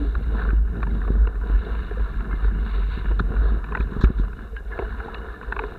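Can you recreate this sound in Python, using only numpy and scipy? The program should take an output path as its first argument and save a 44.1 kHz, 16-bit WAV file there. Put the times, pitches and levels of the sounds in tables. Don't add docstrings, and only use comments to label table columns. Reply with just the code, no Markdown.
import sys
import numpy as np
from scipy import signal
from scipy.fft import rfft, irfft
from scipy.io import wavfile
from scipy.ndimage import uniform_filter1d, map_coordinates

SR = 44100
rng = np.random.default_rng(int(sys.argv[2]) if len(sys.argv) > 2 else 0)


def voltage_ratio(decibels):
    exponent = np.asarray(decibels, float) / 20
    return 10 ** exponent


def unload_audio(sound):
    columns = np.transpose(np.atleast_2d(sound))
    steps = np.round(np.clip(columns, -1, 1) * 32767)
    wavfile.write(sys.argv[1], SR, steps.astype(np.int16))


N = 255308

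# pitch in Hz, level in dB per Hz.
HISS_COLOR = [(3500, -60), (4800, 0), (5500, -2.5), (7500, -2), (9000, -3), (14300, -3.5), (15600, -10),
              (15750, -91)]
HISS_DB = -72
# pitch in Hz, level in dB.
WHINES = [(6320, -94), (9485, -90), (9555, -88)]

# time in seconds, mud thrown in dB, wetness in dB, shaking in dB.
TRAIL = [(0.0, -45, -12, 3.5), (0.11, -54, -9.5, -0.5), (0.42, -37, -18, 5), (0.6, -49, -18.5, -4.5),
         (0.8, -43.5, -16, 4), (1.13, -41.5, -19, 2.5), (1.32, -48, -20.5, -3), (1.51, -42.5, -14, 0.5),
         (1.88, -42, -14, -1), (2.3, -42, -18.5, -0.5), (2.93, -43, -9, -2), (3.2, -47, -15.5, 0.5),
         (3.8, -41.5, -19, 1), (4.3, -46, -16, -2.5), (4.62, -53, -15, -7), (4.78, -43, -17.5, 2.5),
         (5.0, -40, -19.5, 1.5), (5.79, -46, -16, 0.5)]
WIND_DB, WIND_FOLLOWS, FRAME_DB, FRAME_FOLLOWS = -39, 1.1, -45.5, 1
COAST_S, COAST_DB, COAST_EASE_S = 4.446, -8, 0.074

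# pitch in Hz, level in dB per Hz.
RUMBLE_COLOR = [(50, -22.5), (85, 1), (140, -6), (221, -1), (258, -13.5), (320, -14.5), (420, -26),
                (700, -120)]
FRAME_COLOR = [(160, -31), (280, -8.5), (339, -7), (404, 3), (452, 2), (523, -8), (594, -13.5), (681, -7),
               (820, -14), (870, -12), (900, -27), (1170, -85.5), (1980, -120)]
SHELL_COLOR = [(510, -25), (860, -7.5), (1000, 1), (1200, -3), (1420, 3), (1640, 1), (1760, 0),
               (1940, -18.5), (2000, -19.5), (2600, -55.5), (4400, -120)]
LID_COLOR = [(1140, -34), (1930, -4.5), (2130, 5), (2520, -3.5), (2630, 1), (2810, 0), (2970, -3),
             (3150, -15), (4100, -47), (6930, -120)]
LATCH_COLOR = [(1140, -49), (1930, -17), (2000, -4), (2360, -0.5), (2680, -1.5), (2910, -7.5),
               (3150, -18.5), (3860, -10.5), (4730, -32.5), (5000, -36.5), (6500, -64), (11000, -120)]
WINDOW_COLOR = [(1850, -46.5), (3150, -16), (3680, 0), (3830, -0.5), (4440, -12.5), (4730, -23.5),
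                (5000, -29.5), (6500, -53), (11000, -120)]
LEAK_COLOR = [(1000, -97.5), (3500, -24), (5000, 1.5), (7000, -2.5), (9000, -17.5), (14000, -16.5),
              (15700, -46.5)]

# start in seconds, length in seconds, shell level in dB, window level in dB, treble level in dB.
SCUFFS = [(0.0, 0.25, -50.5, -61, -84), (2.434, 0.067, -43.5, -56, -86.5), (2.89, 0.1, -50, -54, -86),
          (2.65, 0.07, -44, -62, -88), (4.87, 0.12, -44, -64, -88), (0.225, 0.03, -48, -58, -86),
          (0.39, 0.03, -50, -58, -86), (3.191, 0.015, -29, -40.5, -63), (3.424, 0.12, -45, -59, -82),
          (5.142, 0.0092, -46, -44.5, -85), (3.795, 0.049, -41, -51.5, -72),
          (4.007, 0.034, -35.5, -44.5, -58), (4.038, 0.018, -31, -47, -75), (4.173, 0.057, -48, -55.5, -71)]
# start in seconds, pitch in Hz, level in dB, fade by 60 dB in seconds.
PINGS = [(0.0, 289, -23.5, 0.32), (1.91, 708, -28, 0.055), (1.97, 495, -26, 0.089), (2.31, 2110, -43, 0.27),
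         (4.36, 2920, -56.5, 0.16), (4.84, 2900, -52, 0.23), (5.155, 2880, -45.5, 0.18),
         (5.22, 2900, -49.5, 0.11), (4.53, 448, -32, 0.11), (4.565, 1636, -26.5, 0.096),
         (4.566, 2860, -47, 0.096), (4.72, 1707, -32, 0.21), (4.72, 2097, -44, 0.13),
         (4.791, 404, -21, 0.12), (3.196, 1060, -28.5, 0.033), (4.83, 683, -32, 0.094),
         (5.0, 810, -33.5, 0.097), (5.08, 824, -23.5, 0.035), (5.34, 1737, -31, 0.09),
         (5.597, 434, -28.5, 0.37)]
# start in seconds, peak in dB.
CRACKS = [
    (3.194, -56),
    (3.936, -52),
    (4.011, -44),
    (4.038, -36),
    (4.045, -48),
    (4.331, -62),
]
# start in seconds, peak in dB, pitch in Hz.
SHELL_SNAPS = [(0.152, -22, 1340), (0.419, -30, 1450), (0.45, -26, 1550), (0.489, -30, 1420),
               (0.504, -27, 1470), (0.802, -30, 1490), (0.83, -17, 1590), (0.868, -25, 958),
               (1.016, -28, 1700), (1.038, -32, 1090), (1.049, -29, 1120), (1.078, -27, 1060),
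               (1.253, -30, 1500), (1.271, -27, 980), (1.354, -34, 1530), (1.495, -29, 1050),
               (1.909, -28, 1580), (1.957, -31, 1460), (1.994, -28, 1440), (2.142, -28, 1410),
               (2.31, -29, 1410), (2.328, -27, 1380), (2.444, -27, 1750), (3.054, -27, 1410),
               (3.111, -26, 991), (3.195, -18, 1430), (3.365, -30, 1400), (3.399, -34, 1290),
               (3.63, -32, 1330), (3.642, -26, 1550), (3.687, -29, 1430), (3.722, -22, 993),
               (3.752, -23, 851), (3.752, -14, 1650), (3.77, -18, 1650), (3.807, -24, 1500),
               (3.968, -31, 1030), (4.013, -23, 1440), (4.043, -21, 1510), (4.235, -33, 1460),
               (4.33, -32, 1420), (4.391, -34, 1510), (4.565, -27, 1640), (4.716, -31, 1700),
               (4.777, -29, 1520), (4.792, -24, 999), (4.821, -29, 1050), (5.004, -25, 1360),
               (5.082, -27, 980), (5.149, -29, 1670), (5.154, -26, 1340), (5.339, -29, 1290),
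               (5.413, -30, 1430), (5.428, -28, 1020), (5.48, -32, 1430), (5.523, -14, 1680),
               (5.564, -18, 1010), (5.593, -14, 1100), (5.637, -23, 1080), (5.683, -36, 1390)]
# start in seconds, peak in dB, pitch in Hz.
GRIT_SPITS = [(0.1516, -40, 3830), (0.2239, -43, 2710), (0.2389, -43, 2120), (0.3985, -39, 2770),
              (0.7672, -44, 3680), (0.828, -32, 2630), (0.8934, -45, 2110), (0.9038, -42, 2070),
              (1.072, -43, 2240), (1.2705, -36, 2660), (1.8462, -39, 3790), (2.1365, -45, 2360),
              (2.1934, -40, 2310), (2.3096, -41, 2100), (2.9527, -36, 2710), (3.1941, -32, 3680),
              (3.3643, -44, 2240), (3.6401, -37, 2320), (3.7199, -39, 2630), (3.7499, -31, 2440),
              (3.7713, -33, 2330), (3.8038, -30, 2290), (3.8726, -46, 2590), (4.0108, -36, 3870),
              (4.0427, -30, 2130), (4.1884, -43, 3820), (4.5665, -41, 2880), (4.7177, -45, 2100),
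              (4.7895, -32, 2390), (4.9023, -43, 2260), (4.9995, -41, 2210), (5.0399, -43, 2170),
              (5.1437, -29, 2700), (5.4246, -41, 2350), (5.5223, -33, 2610), (5.5623, -37, 2390),
              (5.5902, -28, 2350), (5.6211, -41, 2090), (5.6336, -39, 2110), (5.6845, -46, 2640)]
# start in seconds, peak in dB, pitch in Hz.
TUBE_JOLTS = [(0.579, -30, 125), (0.742, -27, 190), (0.77, -27, 150), (0.81, -26, 170), (0.86, -23, 135),
              (0.885, -24, 150), (0.938, -26, 130), (1.008, -27, 175), (1.045, -27, 487), (1.1, -22, 430),
              (1.118, -24, 215), (1.384, -33, 188), (1.494, -23, 218), (1.53, -27, 190), (1.678, -30, 223),
              (1.757, -29, 125), (1.888, -30, 484), (1.912, -29, 377), (2.797, -29, 200), (2.92, -27, 110),
              (3.13, -26, 130), (3.178, -21, 105), (3.188, -25, 410), (3.206, -19, 160), (3.303, -24, 430),
              (3.465, -25, 120), (3.57, -27, 430), (3.716, -30, 191), (3.905, -28, 480), (4.01, -27, 460),
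              (4.234, -29, 125), (4.329, -32, 215), (4.383, -33, 220), (4.43, -34, 140), (4.52, -35, 150),
              (4.6, -35, 190), (4.9, -33, 330), (4.959, -34, 180), (5.421, -35, 90)]

# start in seconds, peak in dB, bright part in dB, dull part in dB.
CHAIN_SLAPS = [(0.151, -20, -22, -15), (0.451, -25.5, -21.5, 1), (0.504, -21.5, -21, -23),
               (0.829, -11.5, -21, -6.5), (0.868, -23, -22, -20), (1.077, -25, -20.5, 5),
               (1.271, -20.5, -17, -1), (1.911, -29.5, -27, 9.5), (1.995, -26, -19.5, 4),
               (2.328, -23.5, -25, -17), (2.444, -22, -21, -8), (3.056, -22, -20, -7.5),
               (3.111, -23.5, -21, 7), (3.194, -12, -30, -7.5), (3.365, -23, -23.5, -6),
               (3.641, -19.5, -19.5, -18), (3.721, -19.5, -22, -15), (3.75, -11.5, -22.5, -21),
               (3.77, -12, -23, -7.5), (3.806, -20, -16, -16), (4.042, -19, -12, -4), (4.052, -24, -13, -8),
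               (4.563, -24.5, -15.5, -25), (4.789, -21.5, -12.5, 10), (4.82, -24, -30, 8.5),
               (5.001, -22, -21, -8), (5.145, -20.5, -13, 0), (5.523, -9.5, -22, -14),
               (5.564, -19, -17, -6), (5.591, -11.5, -17, -22), (5.636, -21, -20, 4.5)]
# start in seconds, peak in dB.
MORE_SLAPS = [(0.265, -31), (0.419, -23), (0.489, -24.5), (0.753, -32), (0.803, -29), (1.015, -27),
              (1.036, -33), (1.354, -30), (1.411, -31), (1.495, -26.5), (1.547, -26.5), (2.141, -35),
              (2.205, -21.5), (2.308, -24.5), (2.425, -28.5), (2.693, -27.5), (3.042, -27), (3.666, -30),
              (3.685, -25), (4.013, -24), (4.185, -26), (4.234, -30), (4.33, -27.5), (4.389, -30),
              (4.716, -27.5), (4.777, -25), (5.082, -32), (5.413, -33), (5.429, -23.5), (5.752, -31)]
TICK_BRIGHT_DB, TICK_DULL_DB = -21, -8
# start in seconds, peak in dB.
BUMPS = [(0.355, -25.5), (0.53, -17.5), (0.743, -33), (0.787, -24), (1.102, -13), (1.498, -22.5),
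         (1.814, -27), (1.963, -34.5), (2.272, -25.5), (2.336, -23), (2.446, -27.5), (2.56, -23.5),
         (2.885, -27), (2.974, -21.5), (3.051, -23.5), (3.108, -25.5), (3.202, -14), (3.304, -17),
         (3.338, -29), (3.422, -23.5), (3.568, -24), (3.801, -18), (3.92, -21), (3.964, -16),
         (4.003, -22.5), (4.0366, -6.5), (4.101, -14.5), (4.196, -16), (4.793, -25), (5.521, -30)]
PUSH_S = 0.00312

# start in seconds, length in seconds, peak in dB, share of the length spent building up (0 to 1).
SWINGS = [(-0.04, 0.22, -21.5, 0.48), (0.125, 0.068, -20.5, 0.75), (0.201, 0.39, -22.5, 0.43),
          (0.443, 0.31, -17.5, 0.34), (0.775, 0.58, -24, 0.2), (1.059, 0.24, -14.5, 0.63),
          (1.32, 0.17, -22.5, 0.56), (1.475, 0.16, -14.5, 0.53), (1.636, 0.25, -24.5, 0.59),
          (1.87, 0.25, -20, 0.62), (2.118, 0.12, -23, 0.71), (2.262, 0.17, -24, 0.59),
          (2.424, 0.11, -16.5, 0.39), (2.516, 0.21, -21.5, 0.29), (2.695, 0.3, -20.5, 0.34),
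          (2.945, 0.24, -17.5, 0.74), (3.173, 0.16, -16, 0.3), (3.318, 0.34, -17.5, 0.37),
          (3.664, 0.1, -33, 0.35), (3.785, 0.12, -22, 0.35), (3.949, 0.065, -24, 0.62),
          (4.036, 0.062, -12, 0.35), (4.139, 0.17, -21.5, 0.47), (4.286, 0.096, -27.5, 0.3),
          (4.4, 0.07, -37, 0.7), (4.483, 0.11, -29.5, 0.61), (4.564, 0.24, -30.5, 0.5),
          (4.796, 0.26, -29, 0.32), (5.007, 0.4, -34, 0.57), (5.463, 0.37, -32, 0.22)]
SWING_PEAKY, SWING_REST_DB = 1.1, -33
# time in seconds, pitch in Hz.
STIFFNESS = [
    (0, 53.38),
    (1.2, 48.95),
    (1.7, 51.68),
    (2.3, 47.44),
    (2.7, 49.06),
    (3.1, 50.3),
    (4.4, 48.36),
    (5.3, 52.6),
    (5.79, 48),
]


def unit(x):
    return x / np.sqrt(np.mean(x ** 2) + 1e-20)


def curves(rows):
    s, *cols = np.transpose(rows)
    return [np.interp(np.arange(N) / SR, s, c) for c in cols]


def wobble(rate):
    knots = rng.standard_normal(int(N * rate / SR) + 4)
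    return map_coordinates(knots, [np.arange(N) * rate / SR])


def response(points):
    size = 8192
    f, db = np.transpose(points)
    bins = np.fft.rfftfreq(size, 1 / SR)
    gain_db = np.interp(np.log(bins + 1), np.log(f + 1), db)
    cepstrum = irfft(np.log(voltage_ratio(gain_db) + 1e-6), size)
    cepstrum[1:size // 2] *= 2
    cepstrum[size // 2 + 1:] = 0
    h = irfft(np.exp(rfft(cepstrum)), size)[:size // 2]
    return h / np.linalg.norm(h)


def through(x, points):
    return signal.fftconvolve(x, response(points))[:N]


def struck(x, hz, width_hz):
    t = np.arange(SR // 8) / SR
    ring = np.exp(-np.pi * width_hz * t) * np.sin(2 * np.pi * hz * t)
    return unit(signal.fftconvolve(x, ring)[:N])


def patter(per_second, spread_db, share, life):
    draw = rng.random((N, 2))
    sizes = voltage_ratio(-spread_db * np.log(draw[:, 1] + 0.26))
    hits = (draw[:, 0] < per_second / SR) * sizes
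    t = np.arange(SR // 50) / SR
    grains = signal.fftconvolve(hits, voltage_ratio(-60 * t / life))[:N] * rng.standard_normal(N)
    share = np.clip(share, 0, 1)
    return np.sqrt(share) * unit(grains) + np.sqrt(1 - share) * rng.standard_normal(N)


def drops(per_second, hz, spread, cycles):
    count = int(per_second * N / SR)
    draw, t = rng.random((count, 3)), np.arange(SR // 40) / SR
    pitch = hz * np.exp(spread * (2 * draw[:, 1:2] - 1))
    u = t * pitch / cycles
    sizes = voltage_ratio(-4 * np.log(draw[:, 2:] + 0.05))
    rings = sizes * u * np.exp(-4 * u) * np.sin(2 * np.pi * pitch * t)
    place = (draw[:, :1] * N).astype(int) + np.arange(len(t))
    return unit(np.bincount(place.ravel(), rings.ravel())[:N])


def calm_db():
    return COAST_DB / 2 * (1 + np.tanh((np.arange(N) / SR - COAST_S) / COAST_EASE_S))


def microphone_hiss():
    t = np.arange(N) / SR
    hiss = voltage_ratio(HISS_DB) * unit(through(rng.standard_normal(N), HISS_COLOR))
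    for hz, db in WHINES:
        hiss += voltage_ratio(db + 1.5 * wobble(5)) * np.sin(2 * np.pi * hz * t)
    return hiss


def wind(knocks, shake_db):
    level_db = WIND_DB + calm_db() + WIND_FOLLOWS * shake_db + 2.5 * wobble(22)
    return voltage_ratio(level_db) * unit(through(knocks, RUMBLE_COLOR))


def frame_rumble(knocks, mud, shake_db, clumps):
    level_db = FRAME_DB + FRAME_FOLLOWS * shake_db + 2.5 * clumps + 2.1 * wobble(18)
    return voltage_ratio(level_db) * unit(through(0.78 * knocks + 0.63 * mud, FRAME_COLOR))


def mud_on_shell(mud, mud_db, clumps):
    blobs = drops(per_second=220, hz=1361, spread=.35, cycles=16.2)
    level_db = mud_db - 0.5 + 2.0 * clumps + 0.83 * wobble(40)
    return voltage_ratio(level_db) * (0.74 * unit(through(mud, SHELL_COLOR)) + 0.53 * unit(through(blobs, SHELL_COLOR)))


def spray_on_lid(mud, fizz, knocks, spray_db, clumps):
    panels = 0.5 * struck(mud, hz=2870, width_hz=45) + 0.18 * struck(knocks, hz=2120, width_hz=35)
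    level_db = spray_db - 1.5 + 1.4 * clumps + 0.98 * wobble(14)
    return voltage_ratio(level_db) * (unit(through(.6 * mud + .8 * fizz, LID_COLOR)) + panels)


def spray_on_window(mud, fizz, spray_db, clumps):
    tone = 0.31 * struck(fizz, hz=3813, width_hz=38)
    level_db = spray_db - 4.0 + 1.5 * clumps + 1.5 * wobble(9.1)
    return voltage_ratio(level_db) * (unit(through(0.34 * mud + .9 * fizz, WINDOW_COLOR)) + tone)


def ride():
    mud_db, wet_db, shake_db = curves(TRAIL)
    spray_db = mud_db + wet_db
    clumps = wobble(14)
    mud = patter(per_second=150, spread_db=4, share=.5, life=.01)
    fizz = patter(per_second=500, spread_db=9.0, share=0.52, life=0.015)
    knocks = patter(per_second=90, spread_db=2.5, share=0.39, life=0.014)
    low = wind(knocks, shake_db) + frame_rumble(knocks, mud, shake_db, clumps)
    lid = spray_on_lid(mud, fizz, knocks, spray_db, clumps)
    window = spray_on_window(mud, fizz, spray_db, clumps)
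    return low + mud_on_shell(mud, mud_db, clumps) + lid + window


def scuffs():
    parts, t = np.zeros((3, N)), np.arange(N) / SR
    grit = patter(per_second=350, spread_db=3.0, share=0.49, life=0.0041)
    for s, length, *levels_db in SCUFFS:
        u = np.clip((t - s) / length, 0, 1)
        parts += voltage_ratio(levels_db)[:, None] * np.sin(np.pi * u ** .6) * grit
    regions = (SHELL_COLOR, WINDOW_COLOR, LEAK_COLOR)
    return sum(through(part, region) for part, region in zip(parts, regions))


def pings():
    out, t = np.zeros(N + SR), np.arange(SR // 3) / SR
    flutter, slip = voltage_ratio(3 * wobble(90)), np.pad(.8 * wobble(70), (0, SR))
    for s, hz, db, t60 in PINGS:
        at = round(s * SR)
        size = voltage_ratio(db - 1.2 - 60 * t / t60) * (1 - np.exp(-t / 0.0037))
        out[at:][:len(t)] += size * np.sin(2 * np.pi * hz * t + slip[at:][:len(t)])
    return out[:N] * flutter


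def cracks():
    out, t = np.zeros(N + SR), np.arange(SR // 50) / SR
    for s, db in CRACKS:
        out[round(s * SR):][:len(t)] += voltage_ratio(db - 5.5 - 60 * t / 0.0058) * rng.standard_normal(len(t))
    return through(out[:N], LEAK_COLOR)


def flecks(rows, cycles, gain_db, top_hz):
    out, t = np.zeros(N + SR), np.arange(SR // 12) / SR
    for (s, db, hz), (turn, glide) in zip(rows, rng.random((len(rows), 2))):
        u = t * hz / cycles
        ring = np.sin(2 * np.pi * (hz * t + turn + .3 * (glide - .5) * u ** 2))
        out[round(s * SR):][:len(t)] += voltage_ratio(db + gain_db) * (u * np.exp(1 - u)) ** 2 * ring
    return signal.sosfilt(signal.butter(6, top_hz, fs=SR, output="sos"), out[:N])


def rattles():
    parts, t = np.zeros((3, N + SR)), np.arange(SR // 16) / SR
    ticks = [(*tick, TICK_BRIGHT_DB, TICK_DULL_DB) for tick in MORE_SLAPS]
    for s, db, bright_db, dull_db in list(CHAIN_SLAPS) + ticks:
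        soft = 1 + 0.009 * max(-22 - db, 0)
        shape = voltage_ratio(-60 * t / (0.02 * soft)) * (1 - np.exp(-t / (0.0039 * soft)))
        burst = shape * rng.standard_normal(len(t))
        burst /= np.sqrt(np.sum(burst ** 2) / np.sum(shape ** 2))
        start = round((s - .0015) * SR)
        levels_db = db + np.array([[1.8], [bright_db + 7.5], [dull_db + 3.5]])
        parts[:, start:][:, :len(t)] += voltage_ratio(levels_db) * burst
    regions = (SHELL_COLOR, LATCH_COLOR, FRAME_COLOR)
    return sum(through(part[:N], region) for part, region in zip(parts, regions))


def bumps():
    out, t = np.zeros(N + SR), np.arange(SR // 10) / SR
    u = t / PUSH_S
    pull = np.exp(-((u - .8) / .35) ** 2)
    push = np.exp(-((u - 1.55) / .4) ** 2) + .45 * np.exp(-((u - 2.6) / .8) ** 2)
    late = np.maximum(t - PUSH_S, 0)
    for s, db in BUMPS:
        thud_hz = 390 * np.exp(.1 * rng.standard_normal())
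        thud = voltage_ratio(-10 - 60 * late / 0.045) * np.sin(2 * np.pi * thud_hz * late)
        out[round(s * SR):][:len(t)] += voltage_ratio(db - 0.3) * (0.81 * push - pull + thud)
    return out[:N]


def swings():
    t, power = np.arange(N) / SR, voltage_ratio(SWING_REST_DB + 1.8 * calm_db()) ** 2
    for s, length, db, build in SWINGS:
        bend = np.log(.5) / np.log(np.clip(build, .1, .9))
        u = np.clip((t - s) / length, 0, 1) ** bend
        power += (voltage_ratio(db) * np.abs(np.sin(np.pi * u)) ** SWING_PEAKY) ** 2
    return np.sqrt(power)


def mount():
    hz = curves(STIFFNESS)[0] + 1.6 * wobble(9)
    phase = 2 * np.pi * np.cumsum(hz) / SR
    slop_color = [(8, -30.5), (22, 2), (38, 10.5), (64, 8), (80, -1.5), (95, -38), (200, -120)]  # Hz, dB
    slop = unit(through(rng.standard_normal(N), slop_color))
    swing = np.sin(phase) + voltage_ratio(-35.0) * np.sin(2 * phase)
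    size = swings()
    return np.sqrt(2) * size * swing + voltage_ratio(-15) * size ** 0.61 * slop


def scene():
    steady = ride() + scuffs() + pings() + cracks() + rattles() + bumps() + mount()
    snaps = flecks(SHELL_SNAPS, cycles=2.7, gain_db=-4, top_hz=1950)
    spits = flecks(GRIT_SPITS, cycles=6, gain_db=-6.5, top_hz=4300)
    jolts = flecks(TUBE_JOLTS, cycles=1.1, gain_db=-5, top_hz=520)
    return (steady + snaps + spits + jolts)[None]


def band_limit(x):
    return signal.sosfilt(signal.butter(12, 15970, fs=SR, output="sos"), x)


def record(dry):
    hiss = microphone_hiss()
    loud_db = 10 * np.log10(np.abs(uniform_filter1d(dry[0] ** 2, size=2600)) + 1e-12)
    late_db = uniform_filter1d(np.maximum(loud_db + 21, 0), size=5000, origin=2000)
    duck = voltage_ratio(-.75 * late_db)
    blocked = signal.sosfilt(signal.butter(1, 8, "high", fs=SR, output="sos"), dry)
    return band_limit(blocked + duck * hiss)


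dry = scene()
out = record(dry)
unload_audio(out)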